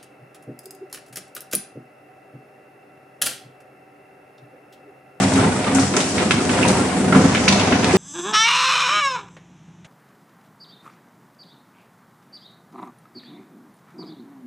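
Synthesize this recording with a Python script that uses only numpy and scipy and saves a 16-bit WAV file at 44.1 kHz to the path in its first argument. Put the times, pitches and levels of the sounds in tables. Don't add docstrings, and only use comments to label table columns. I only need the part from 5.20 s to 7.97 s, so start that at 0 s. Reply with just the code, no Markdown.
import sys
import numpy as np
from scipy import signal
from scipy.fft import rfft, irfft, next_fast_len
from scipy.io import wavfile
from scipy.ndimage import uniform_filter1d, map_coordinates

SR = 44100
rng = np.random.default_rng(int(sys.argv[2]) if len(sys.argv) > 2 else 0)


def unload_audio(sound):
    columns = np.transpose(np.atleast_2d(sound))
    steps = np.round(np.clip(columns, -1, 1) * 32767)
    wavfile.write(sys.argv[1], SR, steps.astype(np.int16))


N = 122157

# (time [s], level [dB])
HOPPER_LOAD = [(0, -24), (.2, -19), (.3, -20), (.44, -26), (.57, -19.5), (.69, -26), (.77, -18), (.9, -27),
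               (1.01, -18), (1.06, -22.5), (1.2, -21), (1.49, -17.5), (1.72, -22.5), (1.9, -16.5),
               (2.0, -15), (2.22, -21), (2.34, -19), (2.62, -18.5), (2.77, -22)]
# (frequency [Hz], level [dB])
RUMBLE_SPECTRUM = [(30, -33), (50, -34), (75, -10.5), (130, -9.5), (190, 0), (280, -0.5), (330, -4.5),
                   (420, -7), (600, -27), (1200, -35.5)]
# (frequency [Hz], level [dB], t60 [s])
HOPPER_MODES = [(193.8, 1.5, 0.26), (250.7, -6.5, 0.39), (268.7, 1, 0.17), (383.8, -5.5, 0.28),
                (437.4, -4.5, 0.18), (510, -7.5, 0.27), (611.5, -8.5, 0.25), (728, -4.5, 0.18)]
# (time [s], level [dB], push frequency [Hz])
THUDS = [(0.197, -9.5, 120.6), (0.236, -7.5, 164.6), (0.769, -12, 411), (1.138, -15, 228), (1.956, -4, 157),
         (1.968, -16.5, 403), (2.046, -7.5, 172), (2.332, -11.5, 190), (2.525, -12, 246),
         (2.736, -4.5, 378), (2.745, -7.5, 194)]
# (time [s], length [s], lower mode [dB], upper
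# mode [dB])
BOOMS = [(0, .1, -15.5, -16.5), (.115, .085, -18, -12.5), (.53, .1, -18.5, -14.5), (1.475, .06, -14, -24),
         (1.94, .06, -9, -10), (2.035, .075, -15, -12.5), (2.27, .1, -18, -27)]
# (time [s], level [dB])
CRUSH_LEVEL = [(0, -22.5), (.1, -24), (.22, -23), (.36, -29.5), (.47, -24), (.6, -25), (.7, -32.5),
               (.79, -22), (.91, -33.5), (1.01, -24), (1.08, -30), (1.22, -28.5), (1.39, -21.5),
               (1.52, -23.5), (1.75, -26.5), (1.9, -28), (1.98, -27), (2.12, -24.5), (2.24, -26.5),
               (2.42, -20), (2.61, -23.5), (2.77, -20.5)]
# (frequency [Hz], level [dB])
CRUNCH_SPECTRUM = [(200, -20), (450, 0), (750, 2.5), (1020, -2.5), (1300, -5.5), (2000, -5.5), (2700, -9.5),
                   (4000, -14), (6000, -20.5), (10500, -37)]
# (time [s], level [dB], centre [Hz], width [octaves], decay [ms], balance [dB])
CRACKS = [(0.036, -22.5, 5500, 0.7, 6, -2), (.135, -22, 5960, .8, 5.7, 3), (0.176, -19, 1330, 0.21, 6, -1),
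          (.189, -15, 820, 0.51, 6, -3), (0.241, -18.5, 980, .7, 7, 2.5), (0.443, -25, 2320, 1.3, 9, 0),
          (.548, -19.5, 7200, 0.5, 14, 4.5), (0.583, -23.5, 1010, 1.2, 12, 5),
          (0.597, -22, 6150, 0.57, 17, 0.5), (0.738, -24.5, 1700, 1.8, 5.3, 3),
          (0.765, -14.5, 6500, 0.48, 6.4, 4), (.765, -19.5, 1690, 1.4, 13, -3),
          (.803, -21.5, 3550, 1.3, 16, 0), (.980, -22.5, 2140, 0.86, 41, -1),
          (1.108, -9.5, 2290, 0.78, 6.5, 0), (1.111, -22.5, 6000, 0.61, 16, 3.5),
          (1.293, -21.5, 2380, .7, 8.1, -4), (1.388, -22.5, 1460, 0.61, 6.7, -2),
          (1.428, -10, 2530, 0.19, 3.7, -2), (1.478, -19.5, 6100, 0.78, 26, 5.5),
          (1.924, -16, 1410, 0.56, 20, 0.5), (1.948, -15, 760, 1.18, 34, -1),
          (2.045, -25.5, 1200, 0.66, 40, -4), (2.148, -18, 2080, 0.9, 18, -1),
          (2.177, -22.5, 2100, 0.93, 4.6, -4), (2.279, -10.5, 2250, 0.59, 8.4, -2),
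          (2.281, -10, 4000, 0.72, 10.4, 1.5), (2.324, -17, 4200, 0.82, 12, 0),
          (2.396, -19, 2680, 0.87, 15, -1), (2.523, -19.5, 1850, 0.76, 19, -2),
          (2.643, -21, 3100, 1.1, 5.6, 0.5), (2.694, -22.5, 2070, 0.42, 25, -4)]
# (frequency [Hz], level [dB])
CHAMBER_MODES = [(1030, 3.5), (1360, 5), (1513, -1.5), (1710, -4), (2190, -0.5), (2640, -0.5), (3100, -9),
                 (3720, -1), (5500, -7.5)]
# (time [s], level [dB])
DRONE_LEVEL = [(0, -23.5), (.22, -26), (.42, -31.5), (.65, -24), (.88, -43), (.99, -25), (1.08, -40),
               (1.14, -20.5), (1.23, -36.5), (1.45, -23), (1.64, -25), (1.7, -37), (1.8, -30), (2.0, -25.5),
               (2.4, -30), (2.77, -26.5)]
# (frequency [Hz], level [dB])
DRONE_PARTIALS = [(74, -16), (96.5, -9), (111, -11.5), (137, -10)]
# (time [s], level [dB])
FLAKE_FLOW = [(0, -31.5), (.2, -31.5), (.45, -35.5), (.62, -35), (.72, -35.5), (.87, -32.5), (1.06, -37),
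              (1.3, -33), (1.55, -33.5), (1.9, -35.5), (2.2, -39.5), (2.58, -42.5), (2.77, -31.5)]
CHIP_FLOW = [(0, -29), (.2, -33.5), (.36, -34.5), (.5, -39.5), (.64, -27.5), (.71, -31.5), (.86, -28.5),
             (1.06, -32), (1.2, -31.5), (1.55, -32.5), (1.8, -41), (2.05, -29), (2.35, -36.5),
             (2.58, -39.5), (2.77, -30.5)]
# (frequency [Hz], level [dB])
FLAKE_SPECTRUM = [(3000, -40), (5500, -3.5), (7000, 0), (8300, 2), (9300, 4.5), (10500, -4.5)]
CHIP_SPECTRUM = [(1200, -2.5), (2600, -5.5), (4000, -6), (5500, -1), (7000, -5.5), (8500, -12.5),
                 (10500, -36)]
# (frequency [Hz], balance [dB])
SPRAY_BALANCE = [(2000, -7.5), (4000, 4.5), (6500, 4.5), (8000, 16.5), (10000, -4)]
# (frequency [Hz], correlation [0-1])
STEREO_LIKENESS = [(100, 0.96), (250, 0.98), (500, 0.82), (1000, 0.59), (2000, 0.36), (4000, 0.027),
                   (9000, 0.024)]
# (frequency [Hz], t60 [s])
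ROOM_T60 = [(150, 0.93), (1500, 0.56), (9000, 0.94)]

BOOM_HZ = (193.45, 268.3)
THUD_DECAY_S, THUD_WIDTH_OCT = 0.018, 0.29
KNIFE_HZ, KNIFE_DECAY_S = 25.48, 0.027
CRACK_ATTACK_S, PING_DECAY_S, SPLINTER_DECAY_S = 0.0008, 0.007, 0.025
CLACKS_PER_S, CLACK_TICK_DECAY_S, CLACK_RING_DECAY_S = 45, 0.011, 0.022
SLIDE_START_S, SLIDE_LENGTH_S = 1.93, 1
SLIDE_FROM_HZ, SLIDE_TO_HZ, SLIDE_HALF_WIDTH_HZ = 6700, 5030, 1500
LOW_SHELF_HZ, TOP_HZ, CEILING = 65, 10650, 0.9


def drumming(cuts):
    rumble = stereo(grit(N, spread_db=0.5) * cuts, lambda hz: gain_at(RUMBLE_SPECTRUM, hz))
    lead = SR // 2
    shaking = np.pad(grit(N, spread_db=2.5) * cuts, ((0, 0), (lead, 0)), "reflect")
    panels = signal.fftconvolve(shaking, hopper_ring()[None], axes=1)[:, lead:lead + N]
    return level(HOPPER_LOAD) * (amp(-1) * rumble + amp(-2.5) * stereo(panels))


def hopper_ring(colour=lambda hz: 1):
    t = np.arange(SR // 2) / SR
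    return sum(colour(hz) * amp(db + rng.normal(0, 3.2) - 60 * t / t60) * np.sin(2 * np.pi * hz * t)
               for hz, db, t60 in HOPPER_MODES)


def thuds():
    out, t = np.zeros(N), np.arange(SR // 2) / SR
    attack = 1 - np.exp(-t / 0.004)
    for start, db, hz in THUDS:
        push = np.sin(2 * np.pi * hz * t) * np.exp(-t / THUD_DECAY_S)
        panels = hopper_ring(lambda f: hump(f, hz, THUD_WIDTH_OCT))
        add(out, start, amp(db) * attack * (amp(0.5) * push + amp(-7.5) * panels))
    return out


def booms():
    out = np.zeros(N)
    for start, length, *levels_db in BOOMS:
        t = np.arange(int(length * SR)) / SR
        modes = sum(amp(db) * np.sin(2 * np.pi * (hz * t + rng.random()) + 0.16 * wobble(31)[:len(t)])
                    for hz, db in zip(BOOM_HZ, levels_db))
        add(out, start, modes * arch(t / length))
    return out


def knives():
    passes = np.arange(N) / SR * KNIFE_HZ
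    strength = amp(rng.uniform(-4.5, 3, size=256))[passes.astype(int)]
    since_cut = (passes % 1) / KNIFE_HZ
    bites = strength * np.exp(-since_cut / KNIFE_DECAY_S)
    return unit(0.87 + uniform_filter1d(bites, size=64))


def crunching(cuts):
    crunch = stereo(grit(N, spread_db=0.5) * cuts, lambda hz: gain_at(CRUNCH_SPECTRUM, hz))
    return amp(0.7) * level(CRUSH_LEVEL) * crunch * pan(-0.5)


def cracks():
    out, t = np.zeros((2, N)), np.arange(SR // 4) / SR
    attack = 1 - np.exp(-t / CRACK_ATTACK_S)
    splinters = amp(-10.5) * np.exp(-t / SPLINTER_DECAY_S)
    count = len(CHAMBER_MODES)
    for start, db, centre, width, decay_ms, balance_db in CRACKS:
        envelope = np.exp(-1000 * t / decay_ms) + splinters
        burst = envelope * stereo(grit(len(t), spread_db=3), lambda hz: hump(hz, centre, width))
        phases = 2 * np.pi * rng.random((count, 1, 1)) + 0.5 * rng.standard_normal((count, 2, 1))
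        steel = 0
        for (hz, mode_db), phase in zip(CHAMBER_MODES, phases):
            pitch = hz * (1 + rng.uniform(-0.0274, 0.02))
            steel += hump(hz, centre, width) * amp(mode_db) * np.sin(2 * np.pi * pitch * t + phase)
        ping = amp(-0.5) * steel * np.exp(-t / PING_DECAY_S)
        add(out, start, amp(db - 0.5) * pan(balance_db) * attack * (burst + ping))
    return out


def clacks():
    out, t = np.zeros((2, N)), np.arange(SR // 20) / SR
    hz, mode_db = np.transpose(CHAMBER_MODES)
    for k in range(int(CLACKS_PER_S * N / SR)):
        start, size = (k + rng.random()) / CLACKS_PER_S, rng.exponential() ** 0.5
        weights = amp(mode_db) * rng.standard_normal((2, len(hz)))
        pitches = hz[:, None] * (1 + rng.uniform(-0.123, 0.12))
        ring = unit(weights @ np.sin(2 * np.pi * pitches * t)) * np.exp(-t / CLACK_RING_DECAY_S)
        tick = 2 * rng.standard_normal((2, len(t))) * np.exp(-t / CLACK_TICK_DECAY_S)
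        add(out, start, size * (ring + tick))
    return amp(-4.5) * level(CRUSH_LEVEL) * stereo(out, lambda f: gain_at(CRUNCH_SPECTRUM, f))


def rotor():
    drone, t = np.zeros(N), np.arange(N) / SR
    for hz, db in DRONE_PARTIALS:
        gain = amp(db + 1.93 * wobble(6.56))
        drone += gain * np.sin(2 * np.pi * (hz * t + rng.random()) + 0.7 * wobble(5.79))
    return amp(-1.5) * level(DRONE_LEVEL) * unit(drone)


def spray():
    flutter = amp(1.3 * wobble(34.14))
    flakes = stereo(grit(N, spread_db=1) * flutter, lambda hz: gain_at(FLAKE_SPECTRUM, hz))
    chips = stereo(grit(N, spread_db=2) * flutter, lambda hz: gain_at(CHIP_SPECTRUM, hz))
    flow = amp(0.5) * (level(FLAKE_FLOW) * flakes + level(CHIP_FLOW) * chips)
    return filtered(flow, lambda hz: pan(along(SPRAY_BALANCE, hz)))


def slide():
    progress = np.clip((np.arange(N) / SR - SLIDE_START_S) / SLIDE_LENGTH_S, 0, 1)
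    centre_hz = SLIDE_FROM_HZ + (SLIDE_TO_HZ - SLIDE_FROM_HZ) * progress
    phase = 2 * np.pi * np.cumsum(centre_hz) / SR
    band = lambda: filtered(grit(N, spread_db=4), lambda hz: 1 / (1 + (hz / SLIDE_HALF_WIDTH_HZ) ** 4))
    hiss = unit(band() * np.cos(phase) + band() * np.sin(phase))
    return amp(-33.5) * arch(progress) * hiss * pan(9)


def workshop(x):
    hz, t, noise = signal.stft(rng.standard_normal((2, SR // 2)), SR, nperseg=256)
    decay = amp(-60 * t / along(ROOM_T60, hz)[:, None])
    tail = stereo(signal.istft(noise * decay, SR, nperseg=256)[1])
    return signal.fftconvolve(x, tail / np.linalg.norm(tail[0]), axes=1)[:, :N]


def grit(n, spread_db):
    size = np.repeat(rng.standard_normal(n // 44 + 1), 44)[:n]
    return unit(rng.standard_normal((2, n)) * amp(spread_db * size))


def stereo(pair, colour=lambda hz: 1):
    def mid_side_gains(hz):
        angle = np.arccos(along(STEREO_LIKENESS, hz)) / 2
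        return colour(hz) * np.array([np.cos(angle), np.sin(angle)])
    mid, side = filtered(pair, mid_side_gains)
    return unit(np.array([mid + side, mid - side]))


def pan(balance_db):
    return amp(np.array([[0.5], [-0.5]]) * balance_db)


def filtered(x, response):
    n = x.shape[-1]
    m = next_fast_len(n + n // 4)
    return irfft(rfft(x, m) * response(np.fft.rfftfreq(m, 1 / SR)), m)[..., :n]


def hump(hz, centre_hz, width_oct):
    return 1 / (1 + (np.log2((hz + 1) / centre_hz) / width_oct) ** 2 / 2) ** 2


def along(rows, hz):
    freqs, values = np.transpose(rows)
    return np.interp(np.log(hz + 1), np.log(freqs + 1), values)


def gain_at(spectrum, hz):
    return amp(along(spectrum, hz))


def level(rows):
    return amp(np.interp(np.arange(N) / SR, *np.transpose(rows)))


def arch(progress):
    return np.sqrt(np.abs(np.sin(np.pi * progress)))


def wobble(rate):
    return map_coordinates(rng.standard_normal(1024), [np.arange(N) * rate / SR], mode="wrap")


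def amp(db):
    return 10 ** (np.asarray(db) / 20)


def unit(x):
    return x / np.sqrt(np.mean(x ** 2) + 1e-20)


def add(out, start_s, x):
    i = round(start_s * SR)
    out[..., i:i + x.shape[-1]] += x[..., :max(N - i, 0)]


def scene():
    cuts, snaps, bumps = knives(), cracks(), thuds()
    echo = workshop(amp(-3.5) * snaps + amp(-21.5) * bumps)
    machine = rotor() + drumming(cuts) + booms() + crunching(cuts) + clacks() + snaps + bumps
    return machine + spray() + slide() + echo


def record(dry):
    thin = filtered(dry, lambda hz: amp(-19.5) + 0.8 / (1 + (LOW_SHELF_HZ / (hz + 1)) ** 10))
    clipped = thin / (1 + np.abs(thin / CEILING) ** 8) ** (1 / 8)
    return filtered(clipped, lambda hz: hz < TOP_HZ)


dry = scene()
out = record(dry)
unload_audio(out)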